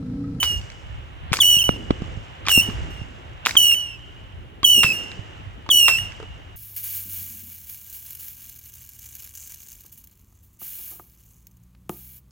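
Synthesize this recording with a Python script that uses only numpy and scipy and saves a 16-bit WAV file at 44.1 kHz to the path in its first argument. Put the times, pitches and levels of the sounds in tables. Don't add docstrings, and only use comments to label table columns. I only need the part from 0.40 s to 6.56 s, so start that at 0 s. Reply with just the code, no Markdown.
import sys
import numpy as np
from scipy import signal
from scipy.fft import rfft, irfft
from scipy.io import wavfile
from scipy.ndimage import uniform_filter1d

SR = 44100
rng = np.random.default_rng(int(sys.argv[2]) if len(sys.argv) > 2 else 0)


def voltage_ratio(decibels):
    exponent = np.asarray(decibels, float) / 20
    return 10 ** exponent


def store_pcm(level_fs):
    pcm = np.round(np.clip(level_fs, -1, 1) * 32767).astype(np.int16)
    wavfile.write(sys.argv[1], SR, np.atleast_2d(pcm).T)


N = 271656
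T = np.arange(N) / SR

# [t/s, f/Hz, level/dB]
CLIMBS = [
    [(1.02, 2997, -13), (1.032, 2894, -17), (1.074, 2980, -15), (1.154, 2907, -14), (1.19, 2815, -19)],
    [(2.1, 2937, -24), (2.12, 2859, -17), (2.196, 2771, -14), (2.215, 2801, -19)],
    [(3.18, 2982, -12), (3.184, 2988, -16), (3.338, 2784, -17), (3.345, 2784, -22)],
    [(4.26, 2941, -17), (4.3, 3008, -15), (4.396, 2842, -15), (4.488, 2610, -23), (4.53, 2601, -24)],
    [(5.32, 2974, -16), (5.376, 2952, -14), (5.47, 2738, -16), (5.566, 2639, -22), (5.575, 2758, -24)],
]
# [t before steady note/s, pitch rise/share, extra level/dB]
IGNITIONS = [
    (.02, 0.17, 2),
    (0.009, 0.36, 5.5),
    (.014, 0.0452, 10),
    (.021, .15, 11),
    (.02, 0.18, 10),
]
# [t/s, length/s, pitch f/Hz, pitch sag/Hz, level/dB]
RETURNS = [
    (1.189, 0.03, 3102, 124, -17.5),
    (1.218, 0.015, 2716, -100, -19),
    (1.24, .133, 2986, 277, -21),
    (2.216, 0.12, 2952, 152, -24),
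    (2.505, .135, 2830, 84.5, -46.5),
    (3.344, .225, 3012, 398, -23.5),
    (4.53, 0.22, 2818, 133, -28),
    (5.573, 0.15, 2888, 202, -25.5),
]
# [t/s, f/Hz, level/dB]
LEFTOVER = [
    (0.0, 3001, -24),
    (.05, 2930, -25),
    (.112, 2834, -24),
    (.172, 2849, -34),
    (.2, 2790, -43),
]
# [multiple of f/1, level/dB]
OVERTONES = [(1.5, -29), (2, -8.5), (2.5, -24), (3, -3), (3.5, -14), (4, 3), (5, 7)]
# [f/Hz, level/dB]
GAS = [(1800, -34), (3300, -44), (5200, -38.5), (6700, -2), (8000, -4.5), (9500, -11.5), (12000, -2),
       (16500, 1)]
IMAGE_BEAT_HZ, IMAGE_SHARE, RETURN_SHARE = 71, .68, .4
RETURN_FADE_DB, RETURN_FULL_S, RETURN_FLOOR_DB = 24.5, 0.12, -48.5
SAG_POWER, FADE_POWER = 1.2, 1.36
TREBLE_DB, TREBLE_LOSS_DB_S = -11.5, 42.5
RETURN_TREBLE_DB, RETURN_LOSS_DB_S, DULLEST_DB = -15, 119, -28
LEFTOVER_TREBLE_DB, RETURN_GAS_DB = 5, -3

# [t/s, peak level/dB, ground echo delay/ms, ground echo level/dB, spark fizz level/dB]
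BURSTS = [
    (0.0299, -5.5, 8.7, -6, -41.5),
    (0.931, -3.5, 7.5, 1.5, -38.5),
    (2.0847, -3.5, 8.7, -4, -38.5),
    (3.0611, -3, 7.5, 6, -40),
    (4.4338, -3.5, 7.8, 1, -40),
    (5.4825, 0.5, 8.7, -4, -42.5),
]
SHOCK_MS, BURST_PAN_DB = .28, .7

# [t/s, peak level/dB]
POPS = [
    (.988, -20.5),
    (2.072, -21),
    (3.152, -19),
    (4.23, -17),
    (5.289, -18.5),
]
POP_HZ, POP_T60_MS, POP_PAN_DB, THUMP_HZ, THUMP_DB = 1117, 23.5, 3.5, 326, -4.5
# [t/s, peak level/dB, ring f/Hz]
SPITS = [
    (.921, -28, 2360),
    (2.052, -34.5, 1230),
    (2.064, -24, 2420),
    (3.051, -22, 2720),
    (5.262, -38.5, 903),
    (5.799, -32.5, 442),
    (5.826, -32, 437),
]
# [t/s, peak level/dB, ring f/Hz, left
# minus right level/dB]
SNAPS = [(.12, -36, 2040, -2), (0.213, -36, 2970, 1), (.3, -33.5, 2310, -2.5), (.317, -39, 1920, 5.5),
         (.956, -26, 2150, -6), (0.968, -17.5, 2430, 6), (1.03, -21.5, 2210, -0.5),
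         (1.2908, -20, 810, -0.5), (1.362, -28.5, 398, -11), (1.5066, -16, 1150, 0),
         (1.6199, -33.5, 1177, -2), (1.641, -36, 1180, 39), (2.113, -16.5, 1630, -1),
         (2.298, -28.5, 1150, -12), (3.092, -18.5, 1860, 16.5), (3.108, -18, 2220, 0.5),
         (3.315, -27, 2190, -1), (3.344, -29, 2280, 6), (4.465, -25, 2320, 6), (4.607, -34, 533, 3),
         (4.671, -37, 406, -18), (4.715, -29, 2290, -2), (5.519, -32, 2320, 2), (5.585, -26.5, 1850, 6),
         (5.656, -49, 2000, -19.5), (5.72, -37, 2280, -5.5)]
SPIT_T60_MS, SNAP_T60_MS = 45, 11

# [t/s, shock level/dB, boom level/dB, boom f/Hz, left lag/ms]
SHELLS = [
    (1.2912, 4, -5.5, 200, .5),
    (1.5058, -7, 0, 280, .53),
    (1.619, -34.5, -14, 190, .13),
    (2.1758, -19.5, -6, 230, .28),
]
# [t/s, boom level/dB, boom f/Hz, left minus right level/dB]
THUDS = [
    (0.916, -16.5, 143, 19),
    (1.167, -20.5, 152, -6),
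    (1.772, -19.5, 111, -4),
    (2.287, -14, 199.4, 3),
    (2.615, -25, 116, -16),
    (4.444, -14, 139, -4),
    (4.791, -26, 106, -17.5),
]
SHELL_PAN_DB, THUD_LAG_MS, SHELL_FIZZ_DB = -4, .08, -66.5

# [f/Hz, width ratio/1, t60/s, level/dB]
FIELD = [(242, 1.8, 1.0, -37), (698, 3.7, 1.1, -33), (1600, 1.4, 0.86, -23), (3036, 1.078, 1.72, -25),
         (3040, 2.4, 0.71, -51.5), (6040, 2, 0.53, -17), (11000, 1.4, .35, -45)]

# [f/Hz, level per Hz/dB]
TRAFFIC = [(59, -14), (100, -13.5), (156, -8), (365, -39), (433, -33), (481, -14.5), (836, -11.5),
           (910, -13), (2470, -17.5), (2860, -12), (4870, -39), (16000, -67)]
TRAFFIC_DB = -52.5
# [t of crest/s, lift level/dB]
MURMURS = [
    (.03, 7),
    (.5, 4),
    (.96, 11),
    (1.51, 9),
    (1.85, 6),
    (2.198, 14),
    (3.09, 10.5),
    (4.5, 11.5),
    (5.5, 10),
]
MURMUR_DB, MURMUR_RISE_DB_S, MURMUR_FALL_DB_S = -2, 84, 17.5
# [t of crest/s, level/dB]
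ROLLS = [
    (0.0, -49.5),
    (.96, -51),
    (1.36, -39),
    (1.55, -44.5),
    (2.3, -40),
    (3.09, -50),
    (4.42, -41.5),
    (4.65, -45.5),
    (5.4, -57),
]
ROLL_RISE_DB_S, ROLL_FALL_DB_S, ROLL_BED_DB = 136, 37.5, -55.5
FIZZ_RISE_DB_S, FIZZ_FALL_DB_S = 3000, 108
FIZZ_LATE_DB, FIZZ_LATE_FALL_DB_S = -16, 23.5
# [t of crest/s, level/dB]
GUSTS = [(.17, -31.5), (.55, -34), (.87, -35), (1.1, -38), (1.3, -33), (1.49, -32), (1.65, -36),
         (1.77, -37), (2.19, -33), (2.42, -28), (2.6, -42), (2.91, -44), (3.2, -45), (3.98, -40),
         (4.44, -43.5), (5.08, -37.5), (5.63, -34.5), (5.9, -34.5)]
GUST_RISE_DB_S, GUST_FALL_DB_S, CALM_DB = 70, 103.5, -45.5

# [f/Hz, level/dB]
RIGHT_PORT = [(200, 1), (3000, 1.5), (5000, 2), (9000, -3), (14000, -12.5)]
MIC_HISS_DB, TOP_HZ = -69.5, 16500


def level(x, db):
    return x * voltage_ratio(db) / np.sqrt(np.mean(x ** 2))


def band(x, lo_hz, hi_hz, order=2):
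    sos = signal.butter(order, [lo_hz, min(hi_hz, .45 * SR)], "band", fs=SR, output="sos")
    return signal.sosfilt(sos, x)


def colour(x, points):
    hz, db = np.transpose(points)
    f = np.arange(x.shape[-1] // 2 + 1) * SR / x.shape[-1] + 1
    gain = voltage_ratio(np.interp(np.log(f), np.log(hz), db, -120))
    return irfft(rfft(x) * gain, x.shape[-1])


def walk(rate, size=N):
    k = max(int(SR / rate), 1)
    held = np.repeat(rng.standard_normal(size // k + 1), k)
    return 1.3 * uniform_filter1d(uniform_filter1d(held, k), k)[:size]


def crests(s, db, rise_db_s, fall_db_s, bed_db=-120):
    t = T[::32]
    late = t - np.c_[s]
    slope = np.where(late < 0, rise_db_s * late, -fall_db_s * late)
    power = np.sum(voltage_ratio(2 * (np.c_[db] + slope)), axis=0) + voltage_ratio(2 * bed_db)
    return np.interp(T, t, np.sqrt(power))


def add(out, s, x, pan_db=0, lag_ms=0.08):
    for ch, side in enumerate((1, -1)):
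        i = max(round((s - side * lag_ms / 2000) * SR), 0)
        row = np.atleast_2d(x)[-ch, :N - i]
        out[ch, i:i + len(row)] += voltage_ratio(side * pan_db / 2) * row


def shock(length_ms, soft):
    t = np.arange(2048) / SR * 1000 / length_ms - .5
    return (1 - 2 * t) * (np.tanh(t / soft) - np.tanh((t - 1) / soft)) / 2


def rockets():
    out = np.zeros((2, N))
    for rows, ignition in zip(CLIMBS, IGNITIONS):
        s, hz, db = np.transpose(rows)
        treble_db = db + TREBLE_DB - TREBLE_LOSS_DB_S * (s - s[0])
        whistle(out, np.c_[s, hz, db, treble_db], IMAGE_SHARE, *ignition)
    leftover = returned(*np.transpose(LEFTOVER)) + [0, 0, 0, LEFTOVER_TREBLE_DB]
    whistle(out, leftover, RETURN_SHARE / 2, gas_db=2 * RETURN_GAS_DB)
    share = np.linspace(0, 1, num=8)
    for start, length, hz, sag_hz, db in RETURNS:
        fade_db = RETURN_FADE_DB * min(length / RETURN_FULL_S, 1) ** 2 * share ** FADE_POWER
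        db = np.maximum(db - fade_db, RETURN_FLOOR_DB)
        rows = returned(start + share * length, hz - sag_hz * share ** SAG_POWER, db)
        whistle(out, rows, RETURN_SHARE, gas_db=RETURN_GAS_DB)
    return out


def whistle(out, rows, image, lead=0.0025, rise=0, extra_db=0, gas_db=0):
    s, *columns = np.transpose(rows)
    t = np.arange(s[0] - lead, s[-1] + 0.0046, 1 / SR)
    hz, db, treble_db = (np.interp(t, s, c) for c in columns)
    early = 1 / (1 + np.exp((t - s[0] + 0.0066) / 0.0032))
    attack = np.clip((t - t[0]) / (.003 + .4 * lead), 0, 1)
    edges = attack * np.clip((t[-1] - t) / .008, 0, 1)
    waver = (.004 + .04 * early) * walk(200, size=len(t))
    hz = hz * (1 + rise * early) * (1 + waver)
    beat_hz = IMAGE_BEAT_HZ * (1 + .18 * walk(40, size=len(t)))
    image = image * voltage_ratio(.5 * np.minimum(db - np.median(db), 0) + 2.5 * walk(40, size=len(t)))
    parts = [(1, db + 3 + extra_db * early)]
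    for k, d in OVERTONES:
        parts.append((k, db + d + (treble_db - db) * min((k / 4) ** 3, 1.3)))
    direct_path = (hz + beat_hz / 3, 1, -3, 7e-5)
    image_path = (hz - beat_hz * 2 / 3, image, 1.5, 2e-5)
    for path_hz, share, pan_db, lag in (direct_path, image_path):
        phase = 2 * np.pi * np.cumsum(path_hz) / SR + 6 * rng.random()
        for k, part_db in parts:
            blur = (.18 + 1.2 * (k % 1)) * k * walk(400, size=len(t))
            flutter = voltage_ratio((1.3 * np.sqrt(k) + 5 * (k % 1)) * walk(150, size=len(t)))
            ports = np.sin(k * (phase - 2 * np.pi * path_hz * lag * np.c_[0, 1].T) + blur)
            gain = edges * share * flutter * voltage_ratio(part_db)
            add(out, t[0], gain * ports / np.sqrt(1 + image ** 2), pan_db, 0)
    noise = rng.standard_normal((3, len(t)))
    gas = level(colour(noise[0] + .9 * noise[1:], GAS), 0) * voltage_ratio(1.5 * walk(200, size=len(t)))
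    add(out, t[0], edges * gas * voltage_ratio(treble_db + gas_db + 6.5))


def returned(s, hz, db):
    treble_db = np.maximum(RETURN_TREBLE_DB - RETURN_LOSS_DB_S * (s - s[0]), DULLEST_DB)
    return np.c_[s, hz, db, db + treble_db]


def bursts():
    out, t = np.zeros((2, N)), np.arange(6000) / SR
    pan_db, length_ms = BURST_PAN_DB, SHOCK_MS
    for s, db, ground_ms, ground_db, _ in BURSTS:
        ground_s, echo_db = s + ground_ms / 1000, db + ground_db
        add(out, s, voltage_ratio(db + 6.0) * shock(length_ms, 0.043), pan_db)
        add(out, s + .0008, voltage_ratio(db - 7) * shock(1.3 * length_ms, .2), pan_db - 5)
        add(out, ground_s, voltage_ratio(echo_db) * shock(1.1 * length_ms, 0.12), pan_db, .03)
        add(out, ground_s + .0007, voltage_ratio(echo_db - 8) * shock(1.3 * length_ms, .2), pan_db - 3)
        grit = rng.standard_normal((2, len(t))) * voltage_ratio(2.5 * walk(700, size=len(t)))
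        spray = band(grit[0], 590, 6400, order=1)
        add(out, s, voltage_ratio(db - 36) * band(grit, 5000, 16000) * voltage_ratio(-60 * t / 0.3))
        add(out, s, voltage_ratio(db - 15.5) * spray * voltage_ratio(-60 * t / 0.17))
        add(out, s, voltage_ratio(db - 20) * spray * voltage_ratio(-60 * t / .008))
    return out


def snaps():
    out, t = np.zeros((2, N)), np.arange(2048) / SR
    rows = [(*row, SNAP_T60_MS) for row in SNAPS]
    rows += [(*row, 0, SPIT_T60_MS) for row in SPITS]
    rows += [(*row, POP_HZ, POP_PAN_DB, POP_T60_MS) for row in POPS]
    for s, db, hz, pan_db, t60_ms in rows:
        fade = voltage_ratio(-60000 * t / t60_ms) * (1 - np.exp(-t / 0.00012))
        ring = fade * np.sin(2 * np.pi * hz * t)
        puff = band(fade * rng.standard_normal(len(t)), .7 * hz, min(3.5 * hz, 6000), order=3)
        click = band(fade ** 2 * rng.standard_normal((2, len(t))), 2200, 6300)
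        add(out, s + .0012, voltage_ratio(db + 1) * (ring + 1.6 * puff), np.clip(pan_db, -6, 6))
        add(out, s + 0.00109, voltage_ratio(db - 7) * click)
    return out


def shells():
    out, t = np.zeros((2, N)), np.arange(2048) / SR
    rows = [(*row[:-1], SHELL_PAN_DB, row[-1]) for row in SHELLS]
    rows += [(s, -np.inf, *rest, THUD_LAG_MS) for s, *rest in THUDS]
    rows += [(s, -np.inf, db + THUMP_DB, THUMP_HZ, SHELL_PAN_DB, 0) for s, db in POPS]
    for s, shock_db, boom_db, boom_hz, pan_db, left_lag_ms in rows:
        boom = np.sin(2 * np.pi * boom_hz * t) * voltage_ratio(-60 * t * boom_hz / 3.95)
        add(out, s, voltage_ratio(shock_db) * shock(0.756, 0.1), .1, -left_lag_ms)
        add(out, s + 0.0012, voltage_ratio(boom_db) * boom, pan_db, -left_lag_ms)
    return out


def field(dry):
    t = np.arange(int(1.4 * SR)) / SR
    patchy = voltage_ratio(2.94 * walk(92, size=len(t))) * np.clip((t - .01) / 0.021, 0, 1)
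    tail = 0
    for hz, ratio, t60, db in FIELD:
        noise = rng.standard_normal((3, len(t)))
        ratio = max(ratio, 1.03)
        scatter = band(noise[0] + .7 * noise[1:], hz / ratio, hz * ratio)
        tail = tail + voltage_ratio(db - 36 - 60 * t / t60) * scatter
    mono = dry.mean(axis=0, keepdims=True)
    return signal.fftconvolve(mono, patchy * tail, axes=1)[:, :N]


def background():
    s, *_, fizz_db = np.transpose(BURSTS)
    murmur = crests(*np.transpose(MURMURS), MURMUR_RISE_DB_S, MURMUR_FALL_DB_S, MURMUR_DB)
    sparks = crests(s, fizz_db, FIZZ_RISE_DB_S, FIZZ_FALL_DB_S)
    sparks += crests(s, fizz_db + FIZZ_LATE_DB, FIZZ_RISE_DB_S, FIZZ_LATE_FALL_DB_S)
    shell_s = [row[0] for row in SHELLS]
    sparks += crests(shell_s, [SHELL_FIZZ_DB], FIZZ_RISE_DB_S, FIZZ_LATE_FALL_DB_S)
    rolling = crests(*np.transpose(ROLLS), ROLL_RISE_DB_S, ROLL_FALL_DB_S, ROLL_BED_DB)
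    buffets = crests(*np.transpose(GUSTS), GUST_RISE_DB_S, GUST_FALL_DB_S, CALM_DB)

    noise = rng.standard_normal((9, N))
    left_first = np.array([noise[[0, 3]], np.roll(noise[[0, 3]], 22, axis=1)])
    hum = colour(left_first[:, 0] + 1.07 * noise[1:3], TRAFFIC)
    traffic = level(hum, TRAFFIC_DB + .1) * voltage_ratio(0.8 * walk(9)) * murmur
    rumble = band(left_first[:, 1] + .4 * noise[4:6], 110, 440)
    roll = level(rumble * voltage_ratio(3 * walk(35)), 2.5) * rolling
    crackle = noise[6] * voltage_ratio(2.5 * walk(400)) + .8 * noise[4:6]
    fizz = level(band(crackle, 4600, 7700, order=3), 2) * sparks
    turbulence = band(0.59 * noise[6] + noise[7:], 40.7, 116, order=3)
    wind = level(turbulence * voltage_ratio(1.2 * walk(11)), 0.17) * buffets
    return traffic + roll + fizz + wind


def scene():
    shots = rockets() + bursts() + snaps() + shells()
    return shots + field(shots) + background()


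def low_pass(x):
    return signal.sosfilt(signal.butter(12, 16840, fs=SR, output="sos"), x)


def record(dry):
    hissy = dry + voltage_ratio(MIC_HISS_DB) * rng.standard_normal(dry.shape)
    right = colour(hissy[1], [(1, 0.0089)] + RIGHT_PORT)
    ports = np.tanh(0.84 * np.array([hissy[0], right])) / 0.75
    top_cut = signal.ellip(8, .2, 70, TOP_HZ, fs=SR, output="sos")
    mix = signal.sosfilt(top_cut, ports)
    return low_pass(mix)


dry = scene()
out = record(dry)
store_pcm(out)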